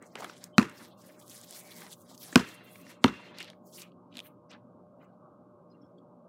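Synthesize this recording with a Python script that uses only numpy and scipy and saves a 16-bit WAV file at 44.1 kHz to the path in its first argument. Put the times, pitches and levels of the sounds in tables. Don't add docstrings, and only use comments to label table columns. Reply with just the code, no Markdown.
import sys
import numpy as np
from scipy import signal
from scipy.io import wavfile
from scipy.ndimage import uniform_filter1d

SR = 44100
rng = np.random.default_rng(int(sys.argv[2]) if len(sys.argv) > 2 else 0)


def to_wav(sig):
    pcm = np.clip(np.atleast_2d(sig), -1, 1) * 32767
    pcm = np.round(pcm).astype(np.int16)
    wavfile.write(sys.argv[1], SR, pcm.T)


def attenuation_scalar(level_db):
    decades = np.asarray(level_db, float) / 20
    return 10 ** decades


N = 276948

BALL_RADIUS_M = .1175
REDUCER_HZ, REDUCER_DEPTH_DB = 1600, -17
# root of the spherical cavity mode [-], level [dB], t60 [s]
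CAVITY_MODES = [(2.08, 5, 0.14), (3.34, -11, 0.15), (4.51, -7, .2), (5.55, -11, 0.18), (5.92, -12, .6),
                (6.76, -15, .2), (7.23, -15, 0.25), (7.64, -17, .22), (8.44, -17, .22), (9.04, -16, .22)]


def at_hz(points, hz):
    table = np.array(points)
    return np.interp(np.log(hz), np.log(table[:, 0]), table[:, 1])


def band(x, low_hz, high_hz):
    edges = [low_hz, min(high_hz, .45 * SR)]
    return signal.sosfilt(signal.butter(2, edges, "band", fs=SR, output="sos"), x)


def rms_one(x):
    return x / np.sqrt(np.mean(x ** 2) + 1e-30)


def drift(rate_hz):
    steps = rng.standard_normal(int(N / SR * 60) + 2)
    memory = np.exp(-2 * np.pi * min(rate_hz, 25) / 60)
    slow = rms_one(signal.lfilter([1], [1, -memory], steps))
    return np.interp(np.arange(N) / SR * 60, np.arange(len(slow)), slow)


def resonate(x, peaks):
    out = 0
    for k, (hz, width_hz, db, late_ms) in enumerate(peaks):
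        r = np.exp(-np.pi * width_hz / SR)
        poles = [1, -2 * r * np.cos(2 * np.pi * hz / SR), r * r]
        late = np.roll(x, int(late_ms * SR / 1000))
        ring = (1 - r * r) / 2 * signal.lfilter([1, 0, -1], poles, late)
        out = out + (-1) ** k * attenuation_scalar(db) * ring
    return out


def add(out, piece, s):
    i = round(s * SR)
    out[i:i + len(piece)] += piece[:N - i]


def cavity_hz(root):
    return root * 343 / (2 * np.pi * BALL_RADIUS_M)


def background(patchy_db=4.5, waver_db=2.0):
    # f [Hz], density [dB per Hz]
    air_colour = [(24, -61), (40, -33), (99, -12.5), (176, -4.5), (283, -3), (345, -1.5), (422, -19),
                  (600, -6), (697, -11.5), (1180, -15), (1760, -48), (2260, -48), (11800, -54.5),
                  (16000, -61)]
    # multiple of mains [-], level [dB rms]
    hum_partials = [(2, -70), (3, -64.5), (4, -70), (5, -88), (6, -75), (7, -82.5), (8, -71.5), (9, -74.5),
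                    (10, -66), (12, -86), (14, -85.5), (18, -75.5), (20, -82)]
    t = np.arange(N) / SR
    edges = 40 * 2 ** np.arange(0, 8.7, 1 / 3)
    white = rng.standard_normal((2, N))
    air = 0
    for k, (low, high) in enumerate(zip(edges, edges[1:])):
        steep = band(band(white[k % 2], low, high), low / 1.2, high * 1.2)
        hiss_db = -REDUCER_DEPTH_DB * (low > REDUCER_HZ)
        patches_db = patchy_db * drift(4.1) * (hiss_db == 0)
        air = air + steep * attenuation_scalar(at_hz(air_colour, np.sqrt(low * high)) + hiss_db + patches_db)
    buzz = 0
    for multiple, db in hum_partials:
        level = np.sqrt(2) * attenuation_scalar(db + waver_db * drift(3.6))
        buzz = buzz + level * np.cos(2 * np.pi * multiple * 59.95 * t + 2.5 * drift(0.89))
    return attenuation_scalar(-59) * rms_one(air) + buzz


def whistles(calls, fall, blur_hz, rough):
    out = np.zeros(N)
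    pole = np.exp(-2 * np.pi * blur_hz / SR)
    for s, length, hz, db in calls:
        t = np.arange(int(length * SR)) / SR
        slow = signal.lfilter([1], [1, -pole], rng.standard_normal((2, SR // 2)))
        a, b = slow[:, -len(t):]
        wander = 1 + rough * rms_one(a) + 1j * rough * rms_one(b)
        tone = np.real(wander * np.exp(2j * np.pi * hz * t * (1 - fall * t)))
        add(out, attenuation_scalar(db) * np.hanning(len(t)) * tone, s)
    return out


def bird():
    bird_calls = [(.522, 0.054, 3127, -63.5), (1.205, 0.03, 4600, -76), (5.981, 0.011, 3340, -60.5),
                  (5, 0.051, 4930, -78.5), (5.712, 0.03, 4185, -75.5), (5.81, .025, 5454, -71)]
    return whistles(bird_calls, fall=.26, blur_hz=90, rough=.7)


def twitter():
    more_calls = [(5.69, .05, 5050, -75), (5.735, .03, 2800, -74.5), (5.812, .04, 3300, -73.5),
                  (5.83, .05, 5450, -78), (5.975, .025, 4600, -78)]
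    return whistles(more_calls, fall=.2, blur_hz=90, rough=0.897)


def creaks():
    finger_creaks = [
        (1.48, 0.39, 2305, -72),
        (1.70, 0.2, 2050, -69.5),
    ]
    return whistles(finger_creaks, fall=.05, blur_hz=130, rough=3)


def strokes_in_time(strokes, attack_s, release_db_per_s):
    s, length, level_db, swell_db = np.transpose(strokes)[:4, :, None]
    since = np.arange(0, N / SR, .001) - s
    length = np.maximum(length, .005)
    swelling_db = swell_db * np.clip(since / length, 0, 1)
    shape_db = level_db + swelling_db - release_db_per_s * np.maximum(since - length, 0)
    return attenuation_scalar(shape_db) * np.exp(np.minimum(since / attack_s - 1, 0))


def together(gains):
    total = np.sqrt(np.sum(gains ** 2, axis=0))
    return np.interp(np.arange(N) / SR * 1000, np.arange(len(total)), total)


def friction(strokes, colour, pivot_hz, attack_s, release_db_per_s, grit_db, grains_per_s, smooth,
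             flutter_db, own_db):
    band_edges = [180, 380, 700, 1100, 1500, 2200, 3100, 4300, 6000, 8300, 11500, 16000]
    gains = strokes_in_time(strokes, attack_s, release_db_per_s)
    tilt_db = np.sum(np.array(strokes)[:, 4:], axis=1, keepdims=True)
    sizes = attenuation_scalar(grit_db * np.minimum(rng.exponential(1, N), 5))
    grains = (rng.random(N) < grains_per_s / SR) * sizes
    sources = rms_one(grains * rng.choice([-1, 1], (2, N))) + smooth * rng.standard_normal((2, N))
    flutter, out = drift(57), 0
    for k, (low, high) in enumerate(zip(band_edges, band_edges[1:])):
        hz = np.sqrt(low * high)
        if high > .8 * colour[0][0] and low < .9 * colour[-1][0]:
            hiss = rms_one(band(sources[k % 2], low, high)) * np.sqrt((high - low) / pivot_hz)
            level = attenuation_scalar(at_hz(colour, hz) + flutter_db * flutter + own_db * drift(19))
            out = out + hiss * level * together(gains * attenuation_scalar(tilt_db * np.log2(hz / pivot_hz)))
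    return out


def crunches():
    steps = [(.155, 0.19, -68, 1.5, 3), (.79, 0.13, -66, -11, 13), (1.03, 0.15, -70.5, -2, -9),
             (2.22, 0.27, -70.5, 18, -2.5), (2.895, 0.024, -63, -4.5, 12), (3.34, 0.072, -63.5, 14.5, 2),
             (3.405, .1, -55, -7, -0.5), (3.78, 0.097, -56, -18, 0.5), (4.11, 0.079, -70, 2, -1.5),
             (4.21, 0.06, -70, 3.5, -6.5), (4.505, 0.038, -56.5, -12.5, 3.5), (4.98, .05, -79.5, 5, -2.5),
             (5.035, .11, -80, -5, -5.5), (5.69, .09, -79, -0.36, 2), (5.812, 0.11, -76.5, -7.5, 0)]
    litter = [(1000, -12.5), (1600, -1), (2600, 2.5), (3900, 1), (7100, -16.5), (8750, -22.5),
              (16000, -38.5)]
    return friction(steps, litter, pivot_hz=3042, attack_s=.007, release_db_per_s=405.5,
                    grit_db=1.5, grains_per_s=1500, smooth=.6, flutter_db=0.0, own_db=5.5)


def swishes():
    # t [s], length [s], level [dB], swell by the end
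    # [dB], tilt [dB per octave]
    sleeve_slides = [(.02, 0.12, -63, -8.5, -4), (.15, 0.23, -58, -4, -4), (.415, 0.054, -55, -10.5, -4),
                     (.555, 0.032, -70.5, 19.5, -2.2), (.72, 0.13, -60.5, 4, -2.5), (.96, 0.19, -62.5, 2, -0.3),
                     (1.165, 0.062, -60.5, 6, 1), (1.275, 0.14, -50.5, -1.5, 0.8), (1.41, 0.034, -47, -5, 0.5),
                     (1.498, 0.11, -46, -3.5, -0.3), (1.61, 0.12, -55.5, -6, 4),
                     (1.705, 0.019, -45.5, -2, -1.5), (1.735, 0.2, -53, 2, 0.4), (1.96, 0.058, -63, 1, 6.5),
                     (2.07, 0.08, -55.5, -5, -1.1), (2.17, 0.069, -62, 12.5, 3.5), (2.215, 0.2, -50, -6, -0.9),
                     (2.44, 0.11, -57, -3, 1), (2.63, 0.016, -66, 3, 9), (2.665, .15, -63, 0, 7),
                     (2.83, 0.086, -65.5, 9, -5), (3.02, 0.02, -61.5, 5.5, -4),
                     (3.226, 0.022, -86, 9, 11), (3.554, 0.021, -71, -4, 13.5), (3.674, 0.028, -56.5, -10, 5),
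               (3.713, 0.11, -54.5, 4.5, 0), (4.155, 0.013, -59.5, 3, -4.5), (4.228, 0.041, -66.5, 4, 14.5),
               (5.013, 0.022, -67, 1, 4), (5.71, .05, -85, -1, 1.5), (5.81, .09, -78.5, -4, 2.5)]
    nylon = [(1200, -12.5), (2200, -2.5), (2700, -12.5), (3600, -2.5), (6650, -2.5), (12000, -6),
             (16000, -8)]
    return friction(sleeve_slides, nylon, pivot_hz=7700, attack_s=0.036, release_db_per_s=749.0,
                    grit_db=1.5, grains_per_s=2000, smooth=.8, flutter_db=2.0, own_db=3.5)


def rubs():
    palm_strokes = [(.02, 0.031, -48, -13), (.155, 0.083, -52.5, 5), (.25, 0.079, -53, -2.5),
                    (.42, 0.089, -68, 5), (.72, 0.13, -59, 4), (1.81, 0.07, -57, -6),
                    (2.22, 0.29, -69.5, 5), (2.48, 0.27, -55.5, -11.5), (2.89, 0.13, -62.5, -3.5),
                    (3.17, 0.26, -58, 3), (4.5, 0.045, -57, 1), (5.0, 0.042, -62.5, -2.5)]
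    rubber = [(250, 1.5), (450, -6), (950, -5), (1800, -6), (2800, -20.5), (5000, -35.5)]
    return friction(palm_strokes, rubber, pivot_hz=1010, attack_s=0.014, release_db_per_s=399.0,
                    grit_db=1.5, grains_per_s=710, smooth=0.75, flutter_db=2.5, own_db=3.5)


def moves(hum_db=-3.0):
    out = swishes() + crunches() + rubs()
    near = np.arange(N) < 3.5 * SR
    modes = [(cavity_hz(root), 14.0, hum_db + db, 0) for root, db, t60 in CAVITY_MODES]
    return out + resonate(out * near, modes)


def cracks(events, cycles, low_db, wide, rustle):
    out, t = np.zeros(N), np.arange(SR // 12) / SR
    noises = rng.standard_normal((len(events), len(t)))
    for (s, peak_db, hz), crack in zip(events, noises):
        burst = crack * (np.exp(-t * hz / cycles) + rustle * np.exp(-t / 0.012))
        burst[0] += 5.0
        narrow = band(burst, hz / 1.25, hz * 1.3)
        bright = narrow + wide * band(burst, max(1300, hz / 2.2), max(hz * 2.8, 2500))
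        dull = band(crack * np.exp(-t / .004), 250, 1500)
        piece = bright / np.max(np.abs(bright)) + attenuation_scalar(low_db) * dull / np.max(np.abs(dull))
        add(out, attenuation_scalar(peak_db) * piece, s)
    return out


def ticks():
    # t [s], peak [dB], f [Hz]
    pats = [(0.1553, -27, 2500), (0.161, -38, 1280), (0.169, -46, 2870), (0.2445, -33.5, 2500),
            (0.2462, -30, 1310), (0.272, -50, 3500), (0.2965, -36.5, 1280), (1.8195, -34, 1490),
            (1.866, -38.5, 1990), (2.3268, -35, 1464), (2.757, -40.5, 1970), (2.867, -42.5, 1920),
            (3.344, -47, 2380)]
    # t [s], peak [dB], f [Hz]
    knocks = [(0.1535, -42, 1160), (0.186, -45, 554), (0.198, -39, 500), (0.2053, -33.5, 690),
              (0.2218, -32.5, 970), (0.2265, -35, 890), (0.351, -50, 540), (2.327, -38.5, 270)]
    # t [s], peak [dB], f [Hz]
    snaps = [(0.0252, -43.5, 7040), (0.1875, -50, 6000), (0.2025, -39.5, 4500), (0.2068, -36, 7500),
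             (0.2166, -49, 6500), (0.2443, -31.5, 8000), (0.421, -59, 5000), (0.4245, -52, 6400),
             (0.4407, -27.5, 7450), (0.6968, -38.5, 8500), (1.0181, -49, 6550), (1.2135, -47.5, 3240),
             (1.2235, -51, 3400), (1.28, -38, 6670), (1.297, -38.5, 5150), (1.378, -43, 8000),
             (1.414, -35, 8500), (1.5088, -29, 9000), (1.527, -40, 5500), (1.551, -45, 7000),
             (1.59, -46, 6000), (1.708, -47, 6640), (1.7445, -48, 9000), (1.806, -34, 11000),
             (1.92, -42, 11000), (2.1778, -37, 5320), (2.4894, -37, 6910), (2.5436, -40, 10780)]
    # t [s], peak [dB], f [Hz]
    twigs = [(3.369, -47, 2400), (3.376, -47, 3670), (3.399, -44, 2960), (3.4035, -31.5, 2800),
             (3.4055, -34.5, 1800), (3.411, -39, 3280), (3.4193, -45, 2630), (3.445, -37, 4100),
             (3.454, -46, 3680), (3.48, -46, 4150), (3.5324, -48, 1928), (3.8187, -36, 3880),
             (3.9194, -52, 3440), (4.1265, -48.5, 3170), (4.1415, -45.5, 3100), (4.155, -37.5, 3100),
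             (4.1739, -34, 3030), (4.1825, -34, 3220), (4.1914, -27, 2920), (4.2024, -31, 2930),
             (4.2684, -48, 3200), (4.5146, -43.5, 3390), (5.0255, -60, 2950)]
    # t [s], peak [dB], f [Hz]
    splinters = [(3.3855, -30.5, 4500), (3.388, -34, 4200), (3.428, -30.5, 4400), (3.5012, -35, 3510),
                 (4.17, -29, 3330), (5.9855, -56, 7000)]
    return (cracks(pats, cycles=2.6, low_db=-6, wide=0.3, rustle=.05)
            + cracks(knocks, cycles=1.5, low_db=-12, wide=0.15, rustle=.05)
            + cracks(snaps, cycles=8.2, low_db=-26, wide=0.5, rustle=0.1)
            + cracks(twigs, cycles=3.56, low_db=-18, wide=.2, rustle=0.072)
            + cracks(splinters, cycles=2.5, low_db=-25, wide=.4, rustle=0.042))


def ringing_air(waver_db=3.5, away_db=3.7, shell_db=-14):
    flights = [
        (.7, 0.36, -59.5, -17.5),
        (2.42, 0.53, -52, -10),
        (3.1, 0.29, -48, -11),
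    ]
    drive = 5.2 * rng.standard_normal(N) * together(strokes_in_time(flights, 0.046, 300))
    peaks = [(2200, 660, shell_db, 0)]
    for root, db, t60 in CAVITY_MODES[2:]:
        peaks.append((cavity_hz(root), 35, -away_db * np.sqrt(3 * abs(root - 5.92)), 0))
    return sum(resonate(drive, [peak]) * attenuation_scalar(waver_db * drift(14)) for peak in peaks)


def woods(tilt_db, clumps_db=3.0):
    fade_times = [(100, 0.22), (250, 0.29), (700, 0.12), (2000, 0.4), (5000, 0.23), (12000, 0.26)]
    scatter_colour = [(100, -5.5), (250, 2.5), (400, 1), (580, -12), (1000, 1.5), (3000, -15.5),
                      (6000, -11.5), (11000, -25.5)]
    t, out = np.arange(SR) / SR, 0
    edges = 60 * 2 ** np.arange(0, 8.3, .5)
    clumps = np.interp(t, np.arange(250) / 250, rng.standard_normal(250))
    for low, high in zip(edges, edges[1:]):
        hz = np.sqrt(low * high)
        start_db = at_hz(scatter_colour, hz) + tilt_db * np.log2(hz / 1000)
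        fade_db = start_db - 60 * t / at_hz(fade_times, hz)
        clump_db = clumps_db * clumps * min(hz / 1500, 1)
        out = out + band(rng.standard_normal(SR), low, high) * attenuation_scalar(fade_db + clump_db)
    return out * (1 - 0.2 * np.exp(-(t / 0.047) ** 2)) * 10


def slap_sound(contact, peaks):
    out = 0
    for k, peak in enumerate(peaks):
        out = out + (-1) ** k * band(resonate(contact, [peak]), peak[0] / 3.0, peak[0] * 2.0)
    return out


def ball_air(out, s, ring_db, t):
    for root, level_db, t60 in CAVITY_MODES:
        for split in (.996, 1.005):
            hz = split * cavity_hz(root)
            strength = attenuation_scalar(ring_db + level_db + rng.normal(0, 2.5) - 60 * t / t60)
            tone = np.sin(2 * np.pi * hz * t + rng.uniform(0, 2 * np.pi))
            add(out, strength * tone * np.minimum(t / 0.012, 1), s)


def bounces():
    hits = [
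        (0.5815, 16.5, 41.5, -49),
        (2.3574, 17, 44.5, -36.5),
        (3.0417, 15.5, 40, -36.5),
    ]
    # wobble held [ms], choke [dB per ms], grit spray [dB], grit dies in [ms]
    lift_offs = [
        (16, .9, -32, 3.5),
        (20.1, 2.54, -27.5, 3.0),
        (21, 2, -31.5, 3.5),
    ]
    echo_delays = [(0.0145, 0.0335), (0.0185, 0.0365), (0.018, 0.037)]
    echo_levels = [(-17.5, -21.5, -19.5), (-20.5, -21, -20), (-21, -19.5, -18.5)]
    far_spreads = [220, 600, 500]
    # level [dB], tilt [dB per octave]
    scatters = [(-34, -2.5), (-34.5, -2), (-35.5, -3.5)]
    # later by [ms], level [dB]
    second_slaps = [(1.6, -10), (2.0, -6), (1.4, -6.5)]
    # f [Hz], width [Hz], level [dB], starts after [ms]
    slap_1 = [(743, 910, -4, 0.39), (1365, 360, 6.5, 0.19), (1810, 110, -3, .4), (2610, 190, 1.5, 0.883),
              (3993, 300, 0, .15), (5860, 1900, -17, .1), (7720, 3800, -33, .1), (12040, 2600, -41.5, .1)]
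    # f [Hz], width [Hz], level [dB], starts after [ms]
    slap_2 = [(1010, 200, 5, 1.8), (1540, 270, 4.5, .9), (2500, 870, 2, .05), (5250, 570, -2, .1),
              (7294, 1500, -10.5, .1), (11100, 6900, -28.5, .1), (705, 200, -7.5, 0.17)]
    # f [Hz], width [Hz], level [dB], starts after [ms]
    slap_3 = [(890, 290, 1.5, 3.0), (1160, 160, 9, 2.8), (1970, 240, 4, 0.54), (3090, 230, 0.5, .1),
              (4180, 640, -3, .1), (5600, 1100, -19.5, 0.39), (9000, 1300, -72.5, .1)]
    # f [Hz], width [Hz], level [dB], starts after [ms]
    thump_1 = [(204.1, 42, 2, 0.44), (245.7, 28, 2, 0.2), (315.4, 25, -5.5, 0.24), (98.6, 48, -15.5, 0.76),
               (468, 36, -22, 0.22), (624, 110, -24, 0.83), (272, 29, -16.5, 0.15)]
    # f [Hz], width [Hz], level [dB], starts after [ms]
    thump_2 = [(172, 50, -5, 1.6), (245, 26, 2, 0.3), (339.9, 30, -8, 1), (106.85, 67, -10, 0.55),
               (440, 23, -21.5, 0.789), (660, 69, -11.5, 0.21), (300, 140, -20.5, 0.88)]
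    # f [Hz], width [Hz], level [dB], starts after [ms]
    thump_3 = [(196, 49, -7, 0.99), (258, 20, 5.5, 0.35), (374, 24.7, -2, 0.51), (98, 40, -10, 0.66),
               (428, 35, -11, 0.51), (695, 56, -23.5, 0.075), (251, 85, -10, 0.66)]

    out, t = np.zeros(N), np.arange(SR // 2) / SR
    ms = t * 1000
    slaps, thumps = (slap_1, slap_2, slap_3), (thump_1, thump_2, thump_3)
    for k, (s, slap_db, thump_db, ring_db) in enumerate(hits):
        held_ms, choke_db, grit_db, grit_ms = lift_offs[k]
        near_s, far_s = echo_delays[k]
        near_db, far_slap_db, far_thump_db = echo_levels[k]
        spread = far_spreads[k]
        scatter_db, scatter_tilt_db = scatters[k]
        later_ms, later_db = second_slaps[k]

        noise = rng.standard_normal(len(t))
        contact = 0.04 * noise * np.exp(-t / 0.0018)
        contact[0] -= 1
        contact[int(later_ms * SR / 1000)] -= attenuation_scalar(later_db)
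        push = np.sin(np.pi * np.minimum(t / 0.0012, 1)) ** 2 / (0.00089 * SR)
        grit = attenuation_scalar(grit_db) * band(noise[::-1], 2200, 15000) * np.exp(-ms / grit_ms)
        bright = attenuation_scalar(slap_db) * band(slap_sound(contact, slaps[k]), 150, 12000) + grit
        choked_db = thump_db - choke_db * np.clip(ms - held_ms, 0, 25)
        low = attenuation_scalar(choked_db) * resonate(push, thumps[k])
        add(out, bright + low, s)

        smear = rng.standard_normal(180) * np.hanning(180) / 8
        swell = np.sin(np.pi * np.sqrt(np.arange(spread) / spread))
        deep = noise[-spread:] * swell / np.sqrt(spread / 2)
        near_echo = np.convolve(band(bright + 2.6 * grit, 680, 14000), smear)
        far_echo = np.convolve(band(bright, 500, 9000), deep)
        add(out, attenuation_scalar(near_db) * near_echo, s + near_s - .002)
        add(out, attenuation_scalar(far_slap_db) * far_echo, s + far_s - .002)
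        add(out, attenuation_scalar(far_thump_db - 0.5 * np.maximum(ms - 10, 0)) * low, s + far_s)
        add(out, attenuation_scalar(scatter_db) * woods(scatter_tilt_db), s)
        ball_air(out, s, ring_db, t)
    return out


def scene():
    far = background() + bird() + twitter()
    handling = creaks() + moves() + ticks() + ringing_air()
    return (far + handling + bounces())[None]


def reduce_noise(x, over=5.5, memory=.65, release=.45):
    hz, _, cells = signal.stft(x, SR, nperseg=1024, noverlap=768)
    now = np.abs(cells) ** 2
    power = np.maximum(signal.lfilter([1 - memory], [1, -memory], now), .5 * now)
    quiet = np.percentile(power, 15, axis=-1, keepdims=True)
    quiet = uniform_filter1d(quiet, size=9, axis=-2)
    gain = np.maximum(1 - over * quiet / (power + 1e-20), attenuation_scalar(REDUCER_DEPTH_DB))
    gain = np.maximum(gain, signal.lfilter([1 - release], [1, -release], gain))
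    gain[:, hz < REDUCER_HZ] = 1
    return signal.istft(cells * gain, SR, nperseg=1024, noverlap=768)[1][:, :N]


def band_limit(x):
    return signal.sosfilt(signal.butter(12, 16810, fs=SR, output="sos"), x)


def record(dry):
    x = signal.sosfilt(signal.butter(2, 70, "high", fs=SR, output="sos"), dry)
    x = np.clip(x, -.92, .92)
    x = signal.sosfilt(signal.cheby2(10, 45, 16600, fs=SR, output="sos"), x)
    return band_limit(reduce_noise(x))


dry = scene()
out = record(dry)
to_wav(out)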